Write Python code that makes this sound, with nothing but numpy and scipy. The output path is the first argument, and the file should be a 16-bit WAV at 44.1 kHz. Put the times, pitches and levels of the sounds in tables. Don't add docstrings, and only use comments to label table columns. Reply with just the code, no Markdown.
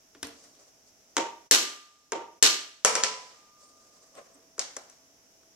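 import sys
import numpy as np
from scipy import signal
from scipy.fft import rfft, irfft, next_fast_len
from scipy.io import wavfile
from scipy.ndimage import uniform_filter1d, minimum_filter1d

SR = 44100
rng = np.random.default_rng(int(sys.argv[2]) if len(sys.argv) > 2 else 0)


def nominal_scale(level):
    x = np.asarray(level, float) / 20
    return 10 ** x


def to_wav(s):
    ch = np.atleast_2d(s).T
    pcm = np.round(np.clip(ch, -1, 1) * 32767)
    wavfile.write(sys.argv[1], SR, pcm.astype(np.int16))


N = 245107

# (time [s], peak [dB], dullness [dB], sparkle [dB], room [dB])
BLOW_HITS = [
    (1.51, -14, 3.5, 2, 13.5),
    (2.425, -15, -1, -2.5, 12.5),
]
# (frequency [Hz], level [dB], t60 [s])
ANVIL_MODES = [(431, -9, .12), (1779, -7, .07), (2020, -8, .04), (4254, -7, .07), (4394, 1.5, .09),
               (5185, -6, .05), (5437, -8, .06), (6112, -9, .07), (7324, -8, .06), (7997, -9, .15),
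               (8031, -9, .15), (10150, -15, .09), (11051, -9, .07)]
# (frequency [Hz], level [dB per Hz])
ANVIL_COLOUR = [(60, -45.5), (200, -19.5), (290, -10), (450, -10), (760, -13.5), (1500, -10.5),
                (3000, -4.5), (4600, -4.5), (5600, 0), (7800, -5), (9000, -15.5), (12200, -11.5),
                (12900, -49.5), (16000, -60)]


def hammer_blows():
    return strike(BLOW_HITS, ANVIL_MODES, ANVIL_COLOUR, gain_db=29, ring_db=-11.5, sing_db=17,
                  edge_db=3.0, pan_db=5.3, hall_db=-29.5)


SEAT_HITS = [
    (1.166, -11.5, -5.5, 1, 10),
    (1.181, -19.5, -1.5, -6, 4.2),
    (2.119, -16.5, 2.5, -1.5, 13.7),
]
# (frequency [Hz], level [dB], t60 [s])
VICE_MODES = [(313, -9, .15), (365, -7, 0.095), (436, -2, .15), (619, -14, 0.53), (812, -12, .25),
              (920, 1, 0.28), (946, -2.5, 0.47), (1182, -7, 0.47), (1362, -14, .2)]
# (frequency [Hz], level [dB per Hz])
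VICE_COLOUR = [(60, -50.5), (200, -35.5), (295, -3.5), (430, -1), (740, -11.5), (950, -8), (1500, -16),
               (3000, -18.5), (4500, -25.5), (5600, -21), (7200, -22), (9000, -37.5), (16000, -52.5)]


def anvil_seats():
    return strike(SEAT_HITS, VICE_MODES, VICE_COLOUR, gain_db=5.0, ring_db=-6, sing_db=5.5,
                  edge_db=2.0, pan_db=2.5, hall_db=-21)


DROP_HITS = [
    (2.847, -7, 2.5, 0, 9.5),
    (2.952, -14, 2.5, -7, 8),
    (3.035, -11, -12, -12.5, 4.8),
]
# (frequency [Hz], level [dB], t60 [s])
BENCH_MODES = [(432, -4, 0.22), (528.6, 7.5, 0.084), (748, -14.5, 0.39), (915, -7, 0.17), (1001, -13, 1),
               (1340, 7.5, 0.064), (1740, -17, 0.14), (2450, 4, 0.06), (4600, -2, .06), (5658, 6, 0.1),
               (6500, -3.5, .15)]
# (frequency [Hz], level [dB per Hz])
BENCH_COLOUR = [(60, -45.5), (200, -17), (280, -21), (460, 0.5), (1300, -6), (2700, -7.5), (4000, -11.5),
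                (5700, -2.5), (7500, -5.5), (9000, -12), (12000, -24), (16000, -38)]


def hammer_drops():
    return strike(DROP_HITS, BENCH_MODES, BENCH_COLOUR, gain_db=12, ring_db=-9.5, sing_db=6.5,
                  edge_db=1, pan_db=0.5, hall_db=-12.5)


GAUGE_HITS = [
    (4.579, -32, 23.5, 6, 15.2),
    (4.592, -7, -18.5, -2, 1.6),
    (4.765, -20.5, 8.5, 7, 2.3),
    (4.897, -38, -7, 5, 6.5),
    (5.431, -51, 14, -9.5, 1.5),
]
# (frequency [Hz], level [dB], t60 [s])
GAUGE_MODES = [(540, 2, 0.04), (1402, -1, 0.022), (2364, -3, 0.025), (4270, -8, .02), (5600, -4, .03)]
# (frequency [Hz], level [dB per Hz])
GAUGE_COLOUR = [(60, -43), (200, -18), (300, -11), (550, 2.5), (1400, -1.5), (3000, -8.5), (4400, -7.5),
                (5800, -1), (7500, -7), (9500, -17.5), (16000, -39)]


def gauge_clicks():
    return strike(GAUGE_HITS, GAUGE_MODES, GAUGE_COLOUR, gain_db=0.96, ring_db=-18, sing_db=3.5,
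                  edge_db=3.0, pan_db=2.0, hall_db=-10.5)


TAP_HITS = [(0.148, -38, 6.5, -13, 13.4), (0.228, -15, -4.2, 1.8, 7.6), (0.269, -28.5, 6, 11, 10.6),
            (0.439, -41, -4, 6, 13), (0.55, -45, -19, -3, 11), (3.311, -41, -3, -14, 3),
            (4.151, -38.5, -12, -3, 8.1), (4.339, -49.5, 13, 8, 25)]
# (frequency [Hz], level [dB], t60 [s])
WOOD_MODES = [(292, -8.5, 0.17), (458, -9.5, 0.1), (684, -13, 0.16)]
# (frequency [Hz], level [dB per Hz])
WOOD_COLOUR = [(60, 5), (200, -25.5), (282, -5.5), (540, -10.5), (1500, -13), (3500, -15), (5800, -16.5),
               (8000, -23.5), (16000, -32)]


def wood_taps():
    return strike(TAP_HITS, WOOD_MODES, WOOD_COLOUR, gain_db=-3.0, ring_db=-6.5, sing_db=8.0,
                  edge_db=-4.0, pan_db=2.1, hall_db=-24)


# (time [s], level [dB], hold [s], t60 [s])
BLADE_SWELLS = [
    (1.515, -28, 0.041, 0.77),
    (2.125, -47.5, 0.051, 0.58),
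    (2.43, -26, 0.06, 0.42),
    (3.32, -60.5, 0.34, 1.9),
]


def blade():
    t = np.arange(N) / SR
    size = np.zeros(N)
    for start, db, hold_s, t60 in BLADE_SWELLS:
        since = np.maximum(t - start, 0)
        rise = 1 - np.exp(-since / (0.067 * hold_s))
        swell = rise * fade(np.maximum(since - hold_s, 0), t60)
        size = np.where(t < start, size, nominal_scale(db) * swell)
    hz = 1201 + 3.5 * (t - 2.5)
    ear_phase = np.array([[0], [.6]])
    return size * np.sin(2 * np.pi * np.cumsum(hz) / SR + ear_phase)


# (peak time [s], length [s], rub [dB], cloth [dB])
HAND_RUBS = [(0.425, 0.22, -63.5, -57.5), (0.638, 0.14, -66, -64), (.88, 0.036, -80, -59.5),
             (3.346, 0.055, -71, -112), (3.634, .14, -68.5, -61), (3.93, 0.58, -66, -62.5),
             (4.179, 0.057, -47, -64), (4.265, .12, -64.5, -77), (4.397, 0.24, -68, -80)]
# (time [s], length [s], frequency [Hz], level [dB])
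EDGE_SQUEAKS = [
    (3.668, 0.13, 8700, -72),
    (4.174, 0.033, 8300, -63),
    (4.347, 0.022, 8130, -63),
]
# (frequency [Hz], width [Hz], level [dB])
RUB_BANDS = [(572, 310, 0), (1087, 260, -5), (1100, 1780, -2.5)]


def handling():
    t = np.arange(N) / SR
    grains = stereo_noise(N) * nominal_scale(2.9 * walk(90))
    rub = 0
    for hz, width, db in RUB_BANDS:
        rub = rub + nominal_scale(db) * band(grains, hz - width / 2, hz + width / 2) / np.sqrt(width)
    rub = rub / rub.std()
    cloth = band(grains, 4580, 7650)
    cloth = cloth / cloth.std()
    out = 0
    for peak_s, length, rub_db, cloth_db in HAND_RUBS:
        side = length * np.where(t < peak_s, 0.42, 0.58)
        gesture = np.exp(-((t - peak_s) / side) ** 2)
        out = out + gesture * (nominal_scale(rub_db) * rub + nominal_scale(cloth_db) * cloth)
    for centre, length, hz, db in EDGE_SQUEAKS:
        edge = band(rng.standard_normal(N), hz - 2 / length, hz + 2 / length, order=1)
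        out = out + nominal_scale(db) * np.exp(-((t - centre) / length * 2) ** 4) * edge / edge.std()
    return out


# (frequency [Hz], level [dB per Hz])
HISS_COLOUR = [(25, -17), (60, -12), (200, -12), (271, -6), (355, -10), (650, -10.5), (1070, -18),
               (2800, -20), (4300, -23), (5700, -6), (7000, -16), (8500, -26.5), (12000, -25),
               (16000, -33.5)]
# (frequency [Hz], level [dB])
HUM_TONES = [(269, -82), (657, -75)]


def background():
    hiss = colour(stereo_noise(N), HISS_COLOUR)
    hiss = nominal_scale(-61.5 + 0.27 * walk(2.0)) * hiss / hiss.std()
    t = np.arange(N) / SR
    hum = 0
    for hz, db in HUM_TONES:
        hum = hum + nominal_scale(db + 4 * walk(2.5)) * np.sin(2 * np.pi * hz * t + 1.2 * walk(5))
    return (hiss + hum) * nominal_scale(0.82 * np.array([[-.5], [.5]]))


def drop_top(x):
    return signal.sosfilt(signal.ellip(8, .2, 60, 12500, fs=SR, output="sos"), x)


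def mode_rings(modes, ring_db):
    t = np.arange(SR // 4) / SR
    rings = np.array([nominal_scale(db) * np.sin(2 * np.pi * hz * t) * fade(t, t60) for hz, db, t60 in modes])
    return nominal_scale(ring_db) * drop_top(rings) / np.sqrt(np.sum(rings ** 2))


# (low edge [Hz], high edge [Hz], t60 [s])
RATTLE_BANDS = [(60, 780, 0.079), (710, 3390, 0.041), (2700, 7450, 0.021), (8640, 9400, .0055)]


def contact_rattle(size):
    t = np.arange(size) / SR
    noise = rng.standard_normal(size)
    return sum(band(noise * fade(t, t60), lo, hi) / np.sqrt(t60) for lo, hi, t60 in RATTLE_BANDS)


def strike(table, modes, tone, gain_db, ring_db, sing_db, edge_db, pan_db, hall_db):
    rings = mode_rings(modes, ring_db)
    near, far, size = np.zeros(N + SR), np.zeros(N + SR), 4096
    edge = read([(500, 0.028), (5500, edge_db), (14000, edge_db + 12.5)], size)
    for start, peak_db, dull_db, sparkle_db, room_db in table:
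        touch = [(400, dull_db), (1400, 0.42 * dull_db), (4500, 0.016), (11000, sparkle_db)]
        db = read(tone, size) + read(touch, size)
        ring = nominal_scale(2 * rng.standard_normal(len(modes))) @ rings
        burst = signal.fftconvolve(contact_rattle(size), pulse(db + edge))
        burst = burst / np.abs(burst).max()
        level_db = peak_db + gain_db
        i = int((start + .0012) * SR)
        near[i:i + len(burst)] += nominal_scale(level_db - 2.5) * burst
        near[i:i + len(ring)] += nominal_scale(level_db + sing_db) * ring
        far[i:i + size] += nominal_scale(level_db + room_db) * pulse(db)
        far[i:i + len(ring)] += nominal_scale(level_db + room_db) * ring
    echoes = room(build_s=.008, patchy_db=3, hall_db=hall_db)
    wet = signal.fftconvolve(drop_top(far)[None, :N], echoes, axes=1)[:, :N]
    late = np.roll(near, 2)
    direct = np.array([nominal_scale(pan_db / 2) * late, nominal_scale(-pan_db / 2) * near])
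    return direct[:, :N] + wet


# (frequency [Hz], t60 [s])
ROOM_DECAY = [(150, 0.49), (400, 0.36), (1200, 0.46), (3500, 0.36), (7000, 0.28), (12000, 0.17)]


def room(build_s, patchy_db, hall_db):
    t = np.arange(SR * 2 // 3) / SR
    noise = stereo_noise(len(t))
    hz, t60 = np.transpose(ROOM_DECAY)
    out = 0
    for f in 90 * 2 ** np.arange(0, 7.6, .5):
        decay = fade(t, np.interp(np.log(f), np.log(hz), t60))
        out = out + band(noise, f / 2 ** .25, f * 2 ** .25, order=1) * decay
    out = out + nominal_scale(hall_db) * band(noise[:, ::-1], 330, 8700) * fade(t, 0.95)
    clumps = nominal_scale(patchy_db * walk(250)[:len(t)] * fade(t, .6))
    out = out * clumps * (1 - np.exp(-(t / build_s) ** 2))
    return out / np.sqrt(np.mean(np.sum(out ** 2, axis=1)))


# (frequency [Hz], likeness [0-1])
EAR_LIKENESS = [(60, 0.2), (250, 0.9), (600, 0.5), (1500, 0), (4000, 0), (16000, .05)]


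def stereo_noise(size):
    mid, side = rng.standard_normal((2, size))
    likeness = [(hz, np.clip(c, 0, .99)) for hz, c in EAR_LIKENESS]
    mid = colour(mid, [(hz, 10 * np.log10((1 + c) / 2)) for hz, c in likeness])
    side = colour(side, [(hz, 10 * np.log10((1 - c) / 2)) for hz, c in likeness])
    return np.array([mid + side, mid - side])


def colour(x, table, share=0.87):
    size = next_fast_len(x.shape[-1])
    return irfft(rfft(x, size) * nominal_scale(share * read(table, size)), size)[..., :x.shape[-1]]


def band(x, lo_hz, hi_hz, order=2):
    edges = [lo_hz, min(hi_hz, .45 * SR)]
    return signal.sosfilt(signal.butter(order, edges, "bandpass", fs=SR, output="sos"), x)


def fade(t, t60):
    return np.exp(-np.log(1000) * t / t60)


def walk(rate):
    k = int(SR / rate)
    steps = np.repeat(rng.standard_normal(N // k + 1), k)
    return uniform_filter1d(uniform_filter1d(steps, k), k)[:N]


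def read(table, size):
    hz = np.maximum(np.fft.rfftfreq(size, 1 / SR), 1)
    points_hz, points_db = np.transpose(table)
    return np.interp(np.log(hz), np.log(points_hz), points_db)


def pulse(db):
    c = irfft(np.log(nominal_scale(np.maximum(db, -70))))
    c[1:len(c) // 2] *= 2
    c[len(c) // 2 + 1:] = 0
    h = irfft(np.exp(rfft(c)))
    return h / np.sqrt(np.sum(h ** 2))


# (frequency [Hz], left minus right [dB])
PHONE_SHADE = [(60, 2.5), (110, 1.5), (200, -1.5), (380, -1), (700, 0.5), (1290, -3), (2380, 0), (4400, -4),
               (8120, 5.5), (15000, 13.5)]


def scene():
    near = hammer_blows() + anvil_seats() + hammer_drops() + gauge_clicks() + wood_taps()
    near = band(near, 170, 22000)
    near = np.array([colour(near[0], PHONE_SHADE, .5), colour(near[1], PHONE_SHADE, -.5)])
    return near + blade() + handling() + background()


def limiter(x, top_db, ahead_s, release_s):
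    step = 44
    peak = np.abs(x).max(axis=0)[:N // step * step].reshape(-1, step).max(axis=1)
    cut = np.maximum(20 * np.log10(peak + 1e-9) - top_db, 0)
    for i in range(1, len(cut)):
        cut[i] = max(cut[i], cut[i - 1] * np.exp(-step / SR / release_s))
    k = int(ahead_s * SR / step)
    held = -minimum_filter1d(-cut, k, origin=-(k // 2))
    ramp = uniform_filter1d(held, k // 2, origin=(k // 2 - 1) // 2)
    return x * nominal_scale(-np.interp(np.arange(N), step * np.arange(len(cut)), ramp))


def low_pass(x):
    return signal.sosfilt(signal.butter(12, 16850, fs=SR, output="sos"), x)


def record(dry):
    held = limiter(dry, top_db=3.5, ahead_s=.04, release_s=0.45)
    clipped = np.clip(held, -.84, .84)
    mix = signal.sosfilt(signal.ellip(8, .2, 70, 15900, fs=SR, output="sos"), clipped)
    return low_pass(mix)


dry = scene()
out = record(dry)
to_wav(out)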